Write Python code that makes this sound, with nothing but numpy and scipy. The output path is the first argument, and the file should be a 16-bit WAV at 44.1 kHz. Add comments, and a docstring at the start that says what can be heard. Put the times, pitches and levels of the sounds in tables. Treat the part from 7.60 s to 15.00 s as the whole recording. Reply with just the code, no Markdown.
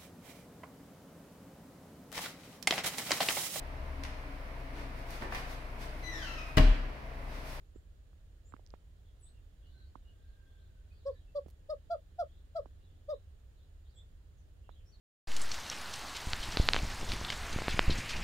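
"""An owl in a plank enclosure gives seven short, soft hoots that climb in pitch and sink again.
Its voice box makes a nearly pure tone with a thin buzz on top, and the boards add quick echoes.
A hand bumps, ticks and slips on a camera, mostly on the right. Small birds whistle and a rooster
crows far off, over the low rumble of distant traffic and a faint hiss."""
import sys
import numpy as np
from scipy import signal
from scipy.fft import rfft, irfft
from scipy.io import wavfile
from scipy.ndimage import map_coordinates

SR = 44100
rng = np.random.default_rng(int(sys.argv[2]) if len(sys.argv) > 2 else 0)


def master_out(mix):
    """Clip the mix to full scale and print it as 16-bit PCM to the path in sys.argv[1]."""
    frames = np.transpose(np.atleast_2d(mix))
    ceiling = np.clip(frames, -1, 1)
    pcm = np.round(ceiling * 32767).astype(np.int16)
    wavfile.write(sys.argv[1], SR, pcm)


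N = 326340
TIME = np.arange(N) / SR
SIDES = np.array([[.5], [-.5]])   # splits a left-minus-right amount between the two sides


# The hoots, before their pitch sags: start_s, length_s, level_db, top_pitch_hz, top_time_s, end_pitch_hz
HOOTS = [(3.4508, 0.066, -32.5, 561.7, 0.029, 465.6), (3.746, 0.056, -31.5, 586, 0.02, 505),
         (4.0874, 0.06, -32, 626, .026, 490), (4.296, 0.067, -31.6, 690.4, 0.026, 514),
         (4.582, 0.059, -30.5, 707.7, 0.013, 493), (4.9477, 0.061, -31.5, 665.3, 0.018, 472),
         (5.48, 0.07, -32.5, 617.7, 0.029, 448)]
# How the throat colours the overtones (the tones above the main one): pitch_hz, gain_db
THROAT = [(1050, -19.5), (1400, -17), (1560, -36), (1800, -33.5), (2100, -57.5), (2800, -54), (3500, -36),
          (4200, -38.5), (4900, -31), (5600, -37), (6400, -50.5), (10000, -46), (11200, -60), (14000, -53),
          (16000, -68)]
# Which side the overtones lean to: pitch_hz, left_minus_right_db
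OWL_BALANCE = [(600, -3.3), (1400, 1.3), (2500, -8), (3600, -18.5), (5000, -9.5), (6500, 4.5), (9000, 7),
               (14000, 9)]

def owl(jitter=.005, sag=.1, die_s=.0063, shimmer_db=3.5):
    """The voice box swings smoothly; it buzzes only while the breath pushes hardest."""
    out = np.zeros((2, N))
    for start, length, level_db, top_hz, top_s, end_hz in HOOTS:
        t, hz = arch(length, top_hz, top_s, end_hz, margin_s=.02)
        hz = hz * (1 - sag * (1 + np.tanh((t - length) / die_s)) / 2)   # pitch sags as the air runs out
        uneven_hz = hz * (1 + jitter * drift(300, len(t)))
        phase = 2 * np.pi * np.cumsum(uneven_hz) / SR
        pressure = swell(t, on_s=.0082, off_s=length - .0073, grow_s=.0045, die_s=die_s)
        buzz_db = -1.6 + 13 * np.log2(top_hz / 623)   # a higher hoot is pressed harder and buzzes more
        buzz = from_db(buzz_db) * swell(t, on_s=.012, off_s=length * .55, grow_s=.0062, die_s=.01)
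        note = pressure * np.sin(phase) * np.ones((2, 1))
        for k in range(2, 26):
            strength = pressure ** 2 if k == 2 else buzz * from_db(shimmer_db * drift(80, len(t)))
            colour = from_db(at_hz(THROAT, k * hz) + SIDES * at_hz(OWL_BALANCE, k * hz))
            note += strength * colour * np.sin(k * phase)
        add(out, start + t[0], from_db(level_db) * note)
    return out


# Echoes from the boards, one table for each side: delay_ms, gain_db
LEFT_ECHOES = [(1.41, -11.5), (2.19, -20), (3.86, -17.5), (16.1, -20), (22.64, -15.5), (42.36, -23.5)]
RIGHT_ECHOES = [(2.43, -11.5), (7.1, -7.5), (11.56, -16), (17.53, -16), (29.7, -20.5), (38.44, -22)]

def enclosure(voice, tail_db=-24, absorb_hz=1100, right_lag_s=.00016):
    """A few hard echoes bounce off the planks, then a short tail leaks out through the gaps."""
    out = voice.copy()
    for side, echoes in enumerate((LEFT_ECHOES, RIGHT_ECHOES)):
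        for delay_ms, gain_db in echoes:
            out[side] += from_db(gain_db) * np.roll(voice[side], round(delay_ms * SR / 1000))
    out[1] = np.roll(out[1], round(right_lag_s * SR))   # the right microphone is farther from the beak
    dull = filtered(voice, absorb_hz, "low", order=1)   # wood and litter soak up the overtones
    return out + from_db(tail_db) * scatter(dull, fade_s=.16, onset_s=.021)


# Touches on the camera body: time_s, level_db, ring_hz, half_width_s, thud_vs_ring_db
BUMPS = [(.161, -38, 330, 0.0016, -25), (0.5316, -52.5, 1000, 0.00029, -11),
         (0.9239, -41.5, 1100, .0002, -22), (0.9392, -33.5, 1150, 0.00086, -2.5),
         (.966, -44, 1280, 0.0002, -22), (0.9954, -45, 550, 0.00069, -20),
         (1.0643, -43.5, 5200, 0.00016, -40), (1.074, -51, 5370, .00015, -40),
         (1.105, -45, 4800, 0.00018, -40), (1.1395, -31, 500, 0.00033, -24),
         (2.356, -35.5, 1000, 0.001, -4), (3.862, -37.5, 320, 0.00066, -0.5),
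         (3.8841, -44.5, 400, .0004, -6.5), (5.0586, -37, 700, 0.00052, -5.5),
         (7.0928, -34.5, 800, 0.00047, -19)]

def camera_bumps(thud_hz=270, thud_fade_s=.022, grit_db=-19, grit_fade_s=.068, left_db=-24):
    """Each touch rings for an instant, leaves a gritty edge and pushes the case into a low thud."""
    out = np.zeros(N)
    t = TIME[:SR // 16] - .006   # the touch lands at t = 0
    since_touch = np.maximum(t, 0)
    since_push = np.maximum(t - .0011, 0)   # the thud starts a moment later
    for time_s, level_db, ring_hz, width_s, thud_db in BUMPS:
        ring = 4 * swell(t, 0, 0, width_s, width_s) * np.cos(2 * np.pi * ring_hz * t)
        thud = from_db(thud_db - 60 * since_push / thud_fade_s) * np.sin(2 * np.pi * thud_hz * since_push)
        grit_gain = from_db(grit_db - 60 * since_touch / grit_fade_s) * (1 + np.tanh(t / width_s)) / 2
        grit = filtered(grit_gain * rng.standard_normal(len(t)), 2300, "low")
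        add(out, time_s + t[0], from_db(level_db) * (ring + thud + grit))
    return filtered(out, 70, "high") * from_db([[left_db], [0]])


def finger_slip(start_s=3.874, length_s=.045, level_db=-70, grain_db=5, left_db=-8):
    """A fingertip slips briefly on the case: a clump of tiny grains of sound."""
    out, size = np.zeros(N), int(length_s * SR)
    grains = rng.standard_normal(size) * from_db(grain_db * drift(570, size))
    add(out, start_s, from_db(level_db) * rms_one(grains) * signal.windows.tukey(size, .5))
    return out * from_db([[left_db], [0]])


def chirp(length, start_hz, end_hz, warble):
    """One whistle bends away from its first pitch, with a fast wobble."""
    t, hz = arch(length, start_hz, 0, end_hz)
    hz = hz * (1 + warble * drift(450, len(t)))
    return signal.windows.tukey(len(t), .8) * np.sin(2 * np.pi * np.cumsum(hz) / SR)


def twitter(length, middle_hz, notes_per_s=36, note_s=.055, spread_octaves=.27, glide_octaves=.4):
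    """A quick run of notes, each sliding up or down from a pitch of its own."""
    out = np.zeros(int((length + 2 * note_s) * SR))
    for k, (late, height, bend) in enumerate(rng.uniform(-.8, 1, (int(length * notes_per_s), 3))):
        start_hz = middle_hz * 2 ** (spread_octaves * height)
        end_hz = start_hz * 2 ** (glide_octaves * bend)
        add(out, (k + .5 + late / 2) / notes_per_s, chirp(note_s, start_hz, end_hz, warble=.05))
    return out


# Nearer bird calls, before distance softens them: start_s, length_s, level_db, start_hz, end_hz
CHIRPS = [(0.137, 0.039, -72, 6900, 8600), (0.835, 0.067, -65.5, 6900, 8100),
          (1.597, 0.016, -64, 10360, 8100), (1.613, 0.047, -55.5, 7660, 9040),
          (1.633, 0.067, -69, 3470, 4730), (1.716, 0.078, -73, 2880, 2480),
          (2.02, 0.075, -69.5, 2850, 3220), (2.115, 0.15, -72, 4200, 3830), (2.421, 0.11, -69, 2874, 2936),
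          (3.3, 0.025, -66.5, 2500, 2450), (3.5, .1, -71.5, 1770, 1684), (3.661, 0.04, -71.5, 2700, 2620),
          (5.484, 0.073, -65.5, 3610, 4100), (6.338, .05, -65, 7900, 6750),
          (6.35, 0.056, -58.5, 3367, 3660), (6.754, 0.057, -75, 6800, 5240),
          (7.241, 0.074, -67.5, 5370, 6270), (7.309, .047, -64, 4710, 3280)]
# Bursts of twittering farther off: start_s, length_s, level_db, middle_pitch_hz
TWITTERS = [(1.407, .07, -77.5, 3430), (1.993, 0.27, -76, 3600), (2.55, 0.18, -81.5, 3595),
            (2.839, .22, -78.5, 3650), (3.28, 0.32, -77, 3690), (4.66, .12, -76.5, 3790),
            (5.161, .18, -80, 3016), (5.93, 0.11, -78, 3810), (6.197, 0.12, -76, 3910),
            (6.993, .2, -74, 3285)]

def small_birds(direct_db=-12.5, echo_db=-2, chorus_db=-86, chorus_start_s=1.3):
    """Nearer chirps stand out from far twittering and a faint chorus, which arrive only as echoes."""
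    near, far = np.zeros(N), np.zeros(N)
    for start, length, level_db, start_hz, end_hz in CHIRPS:
        add(near, start, from_db(level_db) * chirp(length, start_hz, end_hz, warble=.024))
    for start, length, level_db, middle_hz in TWITTERS:
        add(far, start, from_db(level_db) * twitter(length, middle_hz))
    add(far, chorus_start_s, from_db(chorus_db) * twitter(length=4.4, middle_hz=3400))
    return from_db(direct_db) * near + scatter(from_db(echo_db) * near + far, fade_s=.2, onset_s=.0063)


# The parts of the crow, before distance softens them:
# start_s, length_s, level_db, turn_pitch_hz, turn_time_s, end_pitch_hz
CROW = [(2.015, .07, -78.5, 1568, 0.0372, 1556), (2.13, 0.057, -70.5, 1540, 0.039, 1550),
        (2.47, .81, -77, 1583, 0.22, 1456)]

def rooster(flutter_db=4.5, waver=.018, fade_db_per_hz=.0605, edge_s=.012, direct_db=-6, echo_db=-1):
    """Distance leaves one wavering tone of the crow: two short notes and a long, sinking one."""
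    tone = np.zeros(N)
    for start, length, level_db, turn_hz, turn_s, end_hz in CROW:
        t, hz = arch(length, turn_hz, turn_s, end_hz, margin_s=.06)
        hz = hz * (1 + waver * drift(140, len(t)))
        drop_db = fade_db_per_hz * (turn_hz - hz)   # fainter as the pitch falls
        gain = from_db(level_db - drop_db + flutter_db * drift(25, len(t)))
        gain *= swell(t, 0, length, edge_s, edge_s)
        add(tone, start + t[0], gain * np.sin(2 * np.pi * np.cumsum(hz) / SR))
    return from_db(direct_db) * tone + from_db(echo_db) * scatter(tone, fade_s=.53, onset_s=.036)


# How alike the two sides of the background are (1 is the same, 0 unrelated): pitch_hz, likeness
LIKENESS = [(190, .94), (290, 0.58), (640, 0.29), (1410, -0.14), (3100, -0.02), (15000, -0.03)]
# Which side the background leans to: pitch_hz, left_minus_right_db
AIR_BALANCE = [(60, -1.5), (180, 0), (550, -3), (1650, -4.5), (4970, -6.5), (15000, 12)]

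def air(colour):
    """Steady noise, alike on both sides in the bass and unrelated in the treble."""
    hz = np.maximum(np.fft.rfftfreq(N, 1 / SR), 1)
    shared, opposite = rfft(rng.standard_normal((2, N)))
    alike = at_hz(LIKENESS, hz)
    pair = np.sqrt(1 + alike) * shared + np.sqrt(1 - alike) * opposite * 2 * SIDES
    noise = irfft(pair * from_db(at_hz(colour, hz) + SIDES * at_hz(AIR_BALANCE, hz)), N)
    return noise / noise.mean(axis=0).std()


# The tone colour of the far traffic and of the outdoor hiss: pitch_hz, relative_db
RUMBLE = [(11, -46.5), (18, -6.5), (38, -2.5), (79, -2), (94, -8.5), (108, -17), (155, -21.5), (204, -29.5),
          (321, -29.5), (400, -37.5), (520, -55.5), (880, -120)]
HISS = [(240, -30), (400, 0.5), (595, -3), (928, -12), (1260, -11), (1740, -10), (2220, -16), (3110, -13),
        (6000, -22), (6890, -23), (7440, -23.5), (8400, -21), (10600, -27.5), (13500, -25.5), (15500, -28)]
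# Thin, high bands in the hiss: pitch_hz, width_hz, level_db
WHINES = [(6856, 330, -89.5), (8300, 440, -97), (9820, 180, -99)]

def background(rumble_db=-55, swell_db=.5, hiss_db=-77):
    """Far traffic rumbles and gently swells under a faint hiss with a few thin whines."""
    rumble_gain = from_db(rumble_db + swell_db * drift(2.1, N))
    out = rumble_gain * air(RUMBLE) + from_db(hiss_db) * air(HISS)
    for hz, width_hz, level_db in WHINES:
        band = filtered(rng.standard_normal((2, N)), [hz - width_hz / 2, hz + width_hz / 2], "band")
        out += from_db(level_db) * rms_one(band)
    return out


def arch(length, turn_hz, turn_s, end_hz, margin_s=0):
    """Time and pitch along a curve that turns at turn_s, held steady for margin_s at each end."""
    t = np.arange(int((length + 2 * margin_s) * SR)) / SR - margin_s
    from_turn = (np.clip(t, 0, length) - turn_s) / (length - turn_s)
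    return t, turn_hz + (end_hz - turn_hz) * from_turn ** 2


def swell(t, on_s, off_s, grow_s, die_s):
    """A vibration grows around on_s, levels off and dies away around off_s."""
    return (1 + np.tanh((t - on_s) / grow_s)) * (1 + np.tanh((off_s - t) / die_s)) / 4


def scatter(x, fade_s, onset_s):
    """Countless small echoes, different on each side, that fall by 60 dB in fade_s."""
    t = TIME[:SR // 2]
    tail = rng.standard_normal((2, len(t))) * from_db(-60 * t / fade_s) * np.minimum(t / onset_s, 1) ** 2
    tail /= np.sqrt(np.sum(tail ** 2, axis=1, keepdims=True))
    return signal.fftconvolve(np.atleast_2d(x), tail, axes=1)[:, :N]


def drift(rate, size):
    """A smooth random wobble that changes about `rate` times a second."""
    knots = np.arange(size) / SR * rate
    return map_coordinates(rng.standard_normal(4096), [knots], order=3, mode="wrap")


def from_db(db):
    """Turn decibels into a multiplier."""
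    return 10 ** (np.asarray(db) / 20)


def rms_one(x):
    """Scale a sound to an average power of 1."""
    return x / np.sqrt(np.mean(x ** 2) + 1e-20)


def at_hz(points, hz):
    """Read a table at any pitch, blending between its rows."""
    table = np.array(points)
    return np.interp(np.log(hz), np.log(table[:, 0]), table[:, 1])


def filtered(x, hz, kind, order=2):
    """Keep the lows, the highs or one band of a sound."""
    return signal.sosfilt(signal.butter(order, hz, kind, fs=SR, output="sos"), x + 1e-18)


def add(track, start_s, sound):
    """Mix a sound in at start_s."""
    size = track.shape[-1]
    at = int(np.clip(start_s * SR, 0, size - 1))
    track[..., at:at + sound.shape[-1]] += sound[..., :size - at]


def scene():
    """The owl close by, the hand on the camera, and the outdoors behind the planks."""
    return enclosure(owl()) + camera_bumps() + finger_slip() + small_birds() + rooster() + background()


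def record(dry, cutoff_hz=15750):
    """The very highest treble is cut off steeply."""
    return signal.sosfilt(signal.ellip(10, .1, 70, cutoff_hz, fs=SR, output="sos"), dry)


dry = scene()
out = record(dry)
master_out(out)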